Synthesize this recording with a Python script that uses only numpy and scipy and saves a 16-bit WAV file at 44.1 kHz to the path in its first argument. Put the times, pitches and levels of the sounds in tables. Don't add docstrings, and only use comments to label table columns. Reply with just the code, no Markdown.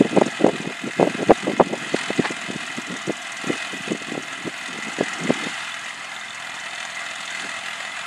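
import sys
import numpy as np
from scipy import signal
from scipy.fft import rfft, irfft
from scipy.io import wavfile
from scipy.ndimage import uniform_filter1d

SR = 44100
rng = np.random.default_rng(int(sys.argv[2]) if len(sys.argv) > 2 else 0)


def to_wav(sig):
    pcm = np.clip(np.atleast_2d(sig), -1, 1) * 32767
    pcm = np.round(pcm).astype(np.int16)
    wavfile.write(sys.argv[1], SR, pcm.T)


N = 355446
T = np.arange(N) / SR

# time in seconds, firings a second.
FIRING_RATE = [(0, 43.3), (.6, 42.7), (1.8, 42.7), (2.2, 42.3), (2.6, 41.5), (3.1, 42.3), (3.7, 42.7),
               (4.8, 42.35), (6.1, 42.65), (6.7, 42), (7.1, 42.35), (7.5, 41.55), (8.06, 42.9)]
# time in seconds, relative level in dB.
CARRY_DB = [(0, -34.5), (0.3, -31.5), (0.6, -34), (0.9, -36), (1.02, -31.5), (1.4, -32.5), (1.68, -35.5),
            (2.0, -30.5), (2.6, -32.5), (3.0, -33), (3.4, -32.5), (3.57, -30.5), (3.85, -33.5), (4.78, -33),
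            (5.05, -29.5), (5.42, -29), (5.75, -32), (6.1, -32.5), (6.8, -32.5), (7.5, -31), (8.06, -31)]
# frequency in Hz, gain in dB.
CLATTER_COLOUR = [(25, -33), (60, -31), (100, -16), (240, -15.5), (340, -17), (480, -17), (660, -7),
                  (1000, -2), (2000, 4), (3400, -4), (5200, -16.5), (7200, -12.5), (10000, -19.5),
                  (10500, -25.5), (14000, -47)]
# centre in Hz, half width in Hz, gain in dB.
ENGINE_BODY = [(742, 85, 6.5), (1230, 16, 1), (1380, 91, 3), (1482, 56, -5), (1810, 42, -5), (2027, 145, 2),
               (2262, 83, -13), (2570, 110, 1.5), (2796, 27, -6), (3025, 85, 3.5), (3184, 46, -3),
               (3570, 46, 2), (4380, 63, 3.5), (4630, 90, -2), (4850, 105, 4.5), (5220, 80, 1),
               (5420, 95, 6), (5600, 140, -6.5), (7180, 70, 2.5), (7520, 86, -11), (7760, 120, 2.5),
               (8170, 90, -1)]
# time in seconds, gain in dB.
KNOCK_CLARITY = [(0, -2), (.9, -2.5), (1.6, -3.5), (2.15, -0.5), (2.8, -4), (3.5, -4), (4.5, -3.5),
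                 (5.4, -3.5), (5.9, -6), (6.3, -6), (6.8, -2.5), (7.4, -2.5), (8.06, -2.5)]
# frequency in Hz, gain in dB.
KNOCK_COLOUR = [(300, -1), (1300, -7.5), (1750, 0), (2030, 2), (2500, -1.5), (3100, -5.5), (3800, 3),
                (4700, 2), (6000, -4), (7000, 2.5), (8000, 0.5), (9300, 4), (12000, -41)]
# time in seconds, gain in dB ahead of the band's weighting.
TREBLE_SWING = [(0, 0), (1.7, 1), (2.0, 1.5), (2.4, -1), (2.8, 3), (3.3, -0.5), (3.9, 3), (5.1, -4),
                (5.55, 3.5), (6.0, -3), (6.6, -5.5), (7.4, 0.5), (8.06, -5.5)]
# frequency in Hz, weight in dB.
TREBLE_BAND = [(2300, -27), (2900, -5), (4800, -9), (6500, -10)]
# time in seconds, gain in dB ahead of the band's weighting.
PANEL_SWING = [(0, 5), (.6, 6), (1.2, 5), (2.05, 0), (2.5, 1), (3.2, 0), (3.6, 6.5), (4.0, 2.5),
               (5.2, -0.5), (6.2, -4), (8.06, -3)]
# frequency in Hz, weight in dB.
PANEL_RESONANCE = [(2000, -60), (2400, -22), (2470, -1.5), (2560, -2), (2640, -22), (3000, -60)]
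# multiple of the firing rate, rms level in dB.
EXHAUST_HUM = [(2, -76), (3, -64.5), (4, -62.5), (5, -60.5), (5.5, -79), (6, -82), (6.5, -65)]
# pitch in Hz, relative level in dB, seconds to fall 60 dB.
ENGINE_MODES = [(678.4, -34.5, 0.089), (1410, -54, 0.064), (1980, -32.5, 0.067), (2080, -33, 0.08),
                (2588, -35, 0.092), (3026, -40, 0.11), (3580, -40, 0.041), (4300, -42, 0.033),
                (6680, -37.5, 0.023), (7350, -50, .025), (9320, -42, .015)]

# time in seconds, relative level in dB.
BREEZE_DB = [(0, -39), (0.78, -55), (1.8, -44.5), (2.7, -47), (3.3, -53), (3.8, -49), (4.35, -47.5),
             (4.8, -53), (5.4, -41), (5.6, -57.5), (8.06, -59.5)]
# peak time in seconds, relative level in dB, half length in seconds.
WIND_GUSTS = [(0.058, -22, 0.014), (0.163, -21.5, 0.043), (0.267, -24.5, 0.021), (0.424, -19, 0.021),
              (0.476, -17.5, 0.031), (0.535, -32, 0.045), (0.67, -30, 0.05), (0.867, -25.5, 0.03),
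              (1.053, -16.5, 0.041), (1.2, -25.5, 0.019), (1.496, -21.5, 0.048), (1.712, -29.5, 0.055),
              (1.85, -38.5, 0.067), (2.533, -33, 0.04), (2.784, -36, 0.014), (2.926, -32, 0.043),
              (3.081, -26, 0.0094), (3.505, -29, 0.045), (3.76, -44, 0.023), (3.914, -27.5, 0.032),
              (4.155, -32.5, 0.046), (4.479, -28.5, 0.026), (4.744, -34, 0.047), (4.884, -38, 0.047),
              (5.24, -34, 0.06), (5.457, -34.5, 0.035), (7.446, -45, 0.048)]
# time in seconds, relative level in dB, centre in Hz, half length in seconds.
HARD_EDDIES = [(0.011, -6, 312, 0.005), (0.021, -13, 380, 0.0017), (0.166, -14.5, 520, 0.003),
               (0.176, -6, 506, 0.0036), (0.185, -5, 340, 0.0023), (0.215, -8, 580, 0.002),
               (0.22, -9.5, 485, 0.0052), (0.447, -7.5, 423, 0.0058), (0.466, -11, 570, 0.0055),
               (0.603, -25, 258, 0.005), (0.676, -22.5, 266, 0.007), (0.876, -26, 344, 0.0083),
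               (0.999, -10.5, 490, 0.0031), (1.011, -13, 490, 0.0093), (1.029, -6.5, 540, 0.0035),
               (1.152, -24, 292, 0.0066), (1.228, -20, 435, 0.011), (1.297, -4.5, 398, 0.0019),
               (1.3075, -2.5, 584, 0.0035), (1.315, -5.5, 520, 0.0077), (1.472, -19, 454, 0.0029),
               (1.498, -26, 400, 0.0029), (1.6, -7, 710, 0.0034), (1.61, -6.5, 580, 0.0071),
               (1.624, -18, 454, 0.005), (1.736, -22, 507, 0.014), (1.946, -13, 416, 0.0062),
               (2.106, -17, 485, 0.0042), (2.197, -9, 286, 0.0037), (2.31, -26.5, 362, 0.012),
               (2.489, -29, 200, 0.005), (2.504, -24, 330, 0.0043), (2.563, -26, 228, 0.0076),
               (2.784, -29, 430, 0.0042), (3.098, -17.5, 430, 0.0047), (3.106, -18, 430, 0.0033),
               (3.442, -30.5, 360, 0.0074), (3.502, -17.5, 360, 0.0079), (3.736, -28, 382, 0.0057),
               (3.808, -33, 170, 0.0065), (3.88, -24, 390, 0.0029), (3.907, -29, 270, 0.004),
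               (3.919, -19, 410, 0.0023), (3.95, -27.5, 430, 0.004), (4.019, -32.5, 380, 0.0043),
               (4.087, -33, 280, 0.006), (4.121, -26, 322, 0.007), (4.153, -24, 500, 0.0048),
               (4.178, -19, 410, 0.0028), (4.476, -25, 312, 0.0081), (4.79, -31.5, 350, 0.0044),
               (4.888, -30, 350, 0.004), (4.989, -22, 393, 0.0037), (5.01, -9.5, 473, 0.0025),
               (5.028, -23, 320, 0.005), (5.247, -29.5, 420, 0.004), (5.28, -26.5, 520, 0.0037),
               (5.293, -23, 420, 0.0039), (5.306, -8, 457, 0.0027), (5.472, -23.5, 420, 0.0026),
               (7.45, -39.5, 328, 0.012)]
# multiple of the centre frequency, gain in dB.
FLUTTER_COLOUR = [(.06, -50), (.2, -15), (.33, -8), (.5, -2.5), (.9, 4), (1.4, -2), (2, -12), (3, -26.5),
                  (5, -31), (12, -82)]
# multiple of the centre frequency, gain in dB.
THUMP_COLOUR = [(.06, -52), (.2, -15), (.33, -7.5), (.5, -2.5), (.9, 2.5), (1.4, -2), (1.9, -12),
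                (2.5, -23), (5, -34.5), (12, -82)]
# frequency in Hz, gain in dB.
MIC_PORT = [(30, -28), (75, -14.5), (110, -4.5), (160, 1.5), (280, 2.5), (450, -.5), (700, 0.5)]

# start in seconds, end in seconds.
CRICKET_TRILLS = [(0.008, 2.09), (2.1595, 8.06)]
# time in seconds, beats a second.
WING_RATE = [(0, 19.763), (1.4, 19.763), (1.6, 19.85), (2.2, 19.81), (2.7, 19.82), (3.0, 19.89),
             (3.8, 19.93), (4.3, 19.83), (4.7, 19.735), (5.3, 19.73), (6, 19.84), (8.06, 19.82)]
# time in seconds, level in dB.
CRICKET_DB = [(0, -50), (0.25, -46), (0.75, -51.5), (1.0, -48), (2.0, -48.5), (3.5, -45), (4.5, -49.5),
              (5.0, -45), (6.25, -49.5), (7.25, -46), (8.06, -60)]
# frequency in Hz, gain in dB.
WING_COLOUR = [(3500, -25), (5200, -4.5), (6000, 0.5), (6550, 5.5), (7300, 1), (8400, -2.5), (9500, -12.5),
               (12000, -28), (14000, -42)]

# time in seconds, level in dB, half length in seconds.
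NEAR_SCUFFS = [(1.965, -27, 0.01), (1.993, -29, 0.0091), (2.038, -28, 0.007), (2.061, -29, 0.007)]
# frequency in Hz, gain in dB.
SCUFF_COLOUR = [(400, -25), (1000, -7), (1700, 7), (2800, -2), (4200, -5), (6000, -11), (9000, -10),
                (12000, -48)]
# time in seconds, level in dB, half length in seconds.
NEAR_TAPS = [(2.2445, -22, 0.0015), (2.256, -21, 0.015)]
# frequency in Hz, gain in dB.
TAP_COLOUR = [(150, -18), (350, 4), (900, 2.5), (1800, 3), (2800, -4), (4500, -6), (6000, -22), (9000, -23),
              (12000, -51)]
# centre in Hz, half width in Hz, gain in dB.
TAP_HOLLOW = [(840, 110, 10), (1110, 63, 7), (1800, 140, 8)]

# start in seconds, relative level in dB, pitch in Hz, second mode against the first in dB.
HARD_CLINKS = [(5.442, -19, 3580, -8), (5.457, -22, 3620, -14), (5.6037, -22, 3640, -10),
               (5.7187, -17, 3480, -24), (6.1636, -18, 3560, -15), (6.211, -21, 3620, -9),
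               (6.2837, -22, 3570, -20), (6.3058, -18, 3570, -11), (6.4235, -22, 3530, -16),
               (6.5177, -26, 3480, -12), (6.5657, -24, 3560, -16), (6.5892, -22, 3700, -14),
               (6.6379, -27, 3580, -11), (6.7089, -23, 3640, -4), (6.7327, -28, 3600, -6),
               (6.7573, -24, 3630, -3), (6.7812, -19.5, 3520, -9), (6.804, -23.5, 3590, -7),
               (6.8504, -26, 3620, -5), (6.9219, -22, 3510, -15), (7.0629, -24, 3550, -11),
               (7.0869, -23, 3470, -10), (7.1582, -23.5, 3590, -11), (7.2046, -26, 3630, -7),
               (7.2776, -18, 3540, -8), (7.3006, -22.5, 3620, -17), (7.3233, -25, 3680, -4),
               (7.4954, -26, 3530, -17), (7.5904, -21, 3470, -14), (7.6596, -31, 3520, -8),
               (7.7793, -25, 3500, -8), (7.918, -20, 3470, -14), (8.0108, -20, 3630, -11)]


def amp(db):
    return 10 ** (np.asarray(db) / 20)


def unit_rms(x):
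    return x / np.sqrt(np.mean(x ** 2) + 1e-20)


def curve(rows):
    return np.interp(T, *np.transpose(rows))


def tint(x, spectrum, bumps=(), scale=1):
    f = np.fft.rfftfreq(len(x), 1 / SR)
    at, db = np.transpose(spectrum)
    level = np.interp(np.log(f + 1e-9), np.log(at * scale), db)
    for hz, width, height in bumps:
        level += height * np.exp(-((f - hz) / width) ** 2)
    return irfft(rfft(x) * amp(level), len(x))


def drift(hz):
    f = np.fft.rfftfreq(N, 1 / SR)
    return unit_rms(irfft(rfft(rng.standard_normal(N)) * np.exp(-(f / hz) ** 2), N))


def add(mix, s, sound):
    start = round(s * SR) - len(sound) // 2
    sound = sound[max(-start, 0):]
    part = mix[max(start, 0):][:len(sound)]
    part += sound[:len(part)]


def burst(half_s, spectrum, bumps=(), scale=1, ragged=0.022, size=8192):
    t = (np.arange(size) - size // 2) / SR
    shape = np.exp(-(t / half_s) ** 2)
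    bins = rfft(np.fft.ifftshift(shape ** 2 * rng.standard_normal(size)))
    power = abs(bins) ** 2
    kick = np.fft.fftshift(irfft(bins / np.sqrt(power + ragged * power.mean())))
    puff = tint(kick, spectrum, bumps, scale) * np.exp(-(t / (half_s + 0.021)) ** 4)
    return puff * np.sqrt(np.sum(shape ** 2) / np.sum(puff ** 2))


def firing_count():
    return np.cumsum(curve(FIRING_RATE) * (1 + .001 * drift(5))) / SR + .99


def firing_times(firings):
    return np.flatnonzero(np.diff(firings.astype(int))) / SR


def diesel_knock(firings, uneven_db=4, rise=0.024, decay=0.32):
    index, age = firings.astype(int), firings % 1
    force = amp(uneven_db * np.clip(rng.standard_normal(index[-1] + 1), -2, 1))[index]
    envelope = (1 - np.exp(-age / rise)) * np.exp(-age / decay)
    rattle = tint(unit_rms(force * envelope * rng.standard_normal(N)), KNOCK_COLOUR)
    blows = np.diff(index, prepend=0) * force
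    ring, t = np.zeros(N), np.arange(SR // 10) / SR
    for k in range(2):
        block = rng.standard_normal(len(t)) * np.exp(-t / 0.017)
        ring += signal.oaconvolve(blows * (index % 2 == k), block)[:N]
    return amp(curve(KNOCK_CLARITY) - 2) * rattle + amp(-9) * unit_rms(ring)


def air_shimmer(x, depth_db=1.58, frames=7, bands=3):
    spectra = signal.stft(x, nperseg=1024)[2]
    chance = rng.standard_normal(spectra.shape[::-1])
    patches = unit_rms(uniform_filter1d(uniform_filter1d(chance, frames, 0), bands, 1)).T
    return signal.istft(spectra * amp(depth_db * patches), nperseg=1024)[1][:N]


def engine_pings(firings, gain_db=-1.9, uneven_db=2, late_s=0.000699, spread=0.0074):
    at = firing_times(firings)
    out, t = np.zeros(N), np.maximum(np.arange(-1800, 1800) / SR, 0)
    clarity_db = np.interp(at, T, curve(KNOCK_CLARITY))
    for hz, db, t60 in ENGINE_MODES:
        force, late, detune = np.clip(rng.standard_normal((len(at), 3)), -2, 1.6).T
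        envelope = (1 - np.exp(-t / 0.00036)) * amp(-60 * t / t60)
        gains = amp(db + gain_db + clarity_db + uneven_db * force)
        for s, gain, pitch in zip(at + late_s * (late + 1), gains, hz * (1 + spread * detune)):
            add(out, s, gain * envelope * np.sin(2 * np.pi * pitch * t))
    return out


def tractor(firings, gain_db=0.42, flutter_db=0.67):
    knock = diesel_knock(firings)
    wash = rng.standard_normal(N)
    clatter = unit_rms(air_shimmer(tint(knock + wash, CLATTER_COLOUR, ENGINE_BODY)))
    clatter *= amp(curve(CARRY_DB) + gain_db + flutter_db * drift(11.5))
    treble = (amp(curve(TREBLE_SWING)) - 1) * tint(clatter, TREBLE_BAND)
    panel = (amp(curve(PANEL_SWING)) - 1) * tint(clatter, PANEL_RESONANCE)
    hum = sum(amp(db) * np.sqrt(2) * np.sin(2 * np.pi * (k * firings + rng.random()))
              for k, db in EXHAUST_HUM)
    return clatter + treble + panel + hum + engine_pings(firings)


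def gust_power(s, db, half_s):
    return amp(db) ** 2 * np.exp(-2 * np.minimum(((T - s) / half_s) ** 2, 20))


def wind(soft_hz=270, hard_hz=430, calm_db=-38, span_db=22, lumps_db=4.5, wake_db=-20.5):
    gusts = sum(gust_power(*row) for row in WIND_GUSTS)
    wakes = sum(gust_power(s, db + wake_db, half_s=0.023) for s, db, _, _ in HARD_EDDIES)
    level_db = 10 * np.log10(amp(curve(BREEZE_DB)) ** 2 + gusts + wakes)
    air = rng.standard_normal(N)
    soft, hard = (unit_rms(tint(air, FLUTTER_COLOUR, scale=hz)) for hz in (soft_hz, hard_hz))
    strength = np.clip((level_db - calm_db) / span_db + 0.34 * drift(30), 0, 1)
    lumps = unit_rms(amp(lumps_db * np.minimum(drift(60), 1)))
    out = amp(level_db) * ((1 - strength) * soft + strength * hard) * lumps
    for s, db, hz, half_s in HARD_EDDIES:
        add(out, s, amp(db) * burst(half_s, THUMP_COLOUR, scale=hz, ragged=0.07))
    return tint(np.pad(out, (0, SR)), MIC_PORT)[:N]


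def whine(hz=12397, level_db=-72.5):
    waver_db, wander_hz = 3.5 * drift(10), 5 * drift(23.5)
    phase = 2 * np.pi * np.cumsum(hz + wander_hz) / SR
    return amp(level_db + waver_db) * np.sqrt(2) * np.sin(phase)


def cricket(stroke_s=0.0042, second_s=0.0071, second_db=-5, uneven_db=2):
    beats, rate = np.zeros(N), curve(WING_RATE)
    for start, end in CRICKET_TRILLS:
        count = np.cumsum(rate * (T > start) * (T < end)) / SR
        at = np.flatnonzero(np.diff(np.ceil(count)))
        beats[at] = amp(uneven_db * rng.standard_normal(len(at)))
    t = np.arange(SR // 20) / SR
    first, second = 2 * t / stroke_s, 2 * np.maximum(t - second_s, 0) / stroke_s
    pair = first * np.exp(-first) + amp(second_db) * second * np.exp(-second)
    rasps = signal.oaconvolve(beats, pair)[:N] * rng.standard_normal(N)
    return amp(curve(CRICKET_DB)) * unit_rms(tint(rasps, WING_COLOUR))


def scuffs_and_taps():
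    out = np.zeros(N)
    for s, db, half_s in NEAR_SCUFFS:
        add(out, s, amp(db) * burst(half_s, SCUFF_COLOUR))
    for s, db, half_s in NEAR_TAPS:
        add(out, s, amp(db) * burst(half_s, TAP_COLOUR, TAP_HOLLOW))
    return out


def loose_steel(firings, gain_db=-5.5, t60=0.028, rise_s=0.00037, chatter_from_s=6.3, chatter_hz=3590):
    at = firing_times(firings)
    luck, force, detune = rng.uniform(-0.99, 1, (len(at), 3)).T
    between_clinks = abs(at[:, None] - np.transpose(HARD_CLINKS)[0]).min(1) > .01
    shaken = (at > chatter_from_s) & (abs(luck) < 0.9) & between_clinks
    levels_db, pitches = -31 + 4 * force, chatter_hz * (1 + 0.009 * detune)
    chatter = np.column_stack([at, levels_db, pitches, np.full(len(at), -5)])[shaken]
    out, t = np.zeros(N), np.maximum(np.arange(-SR // 10, SR // 10) / SR, 0)
    envelope = (1 - np.exp(-t / rise_s)) * amp(-60 * t / t60)
    for s, db, hz, upper_db in [*HARD_CLINKS, *chatter]:
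        phase = 2 * np.pi * hz * t
        upper_modes = np.sin(1.21 * phase) + amp(-7) * np.sin(2.04 * phase)
        add(out, s, amp(db + gain_db) * envelope * (np.sin(phase) + amp(upper_db) * upper_modes))
    return out


def scene():
    firings = firing_count()
    distant = tractor(firings) + loose_steel(firings)
    return (distant + cricket() + wind() + scuffs_and_taps() + whine())[None]


def record(dry):
    clipped = dry / (1 + dry ** 16) ** (1 / 16)
    lowpass = signal.firwin(511, 14400, window=("kaiser", 9), fs=SR)
    return signal.oaconvolve(clipped, lowpass[None], "same")


dry = scene()
out = record(dry)
to_wav(out)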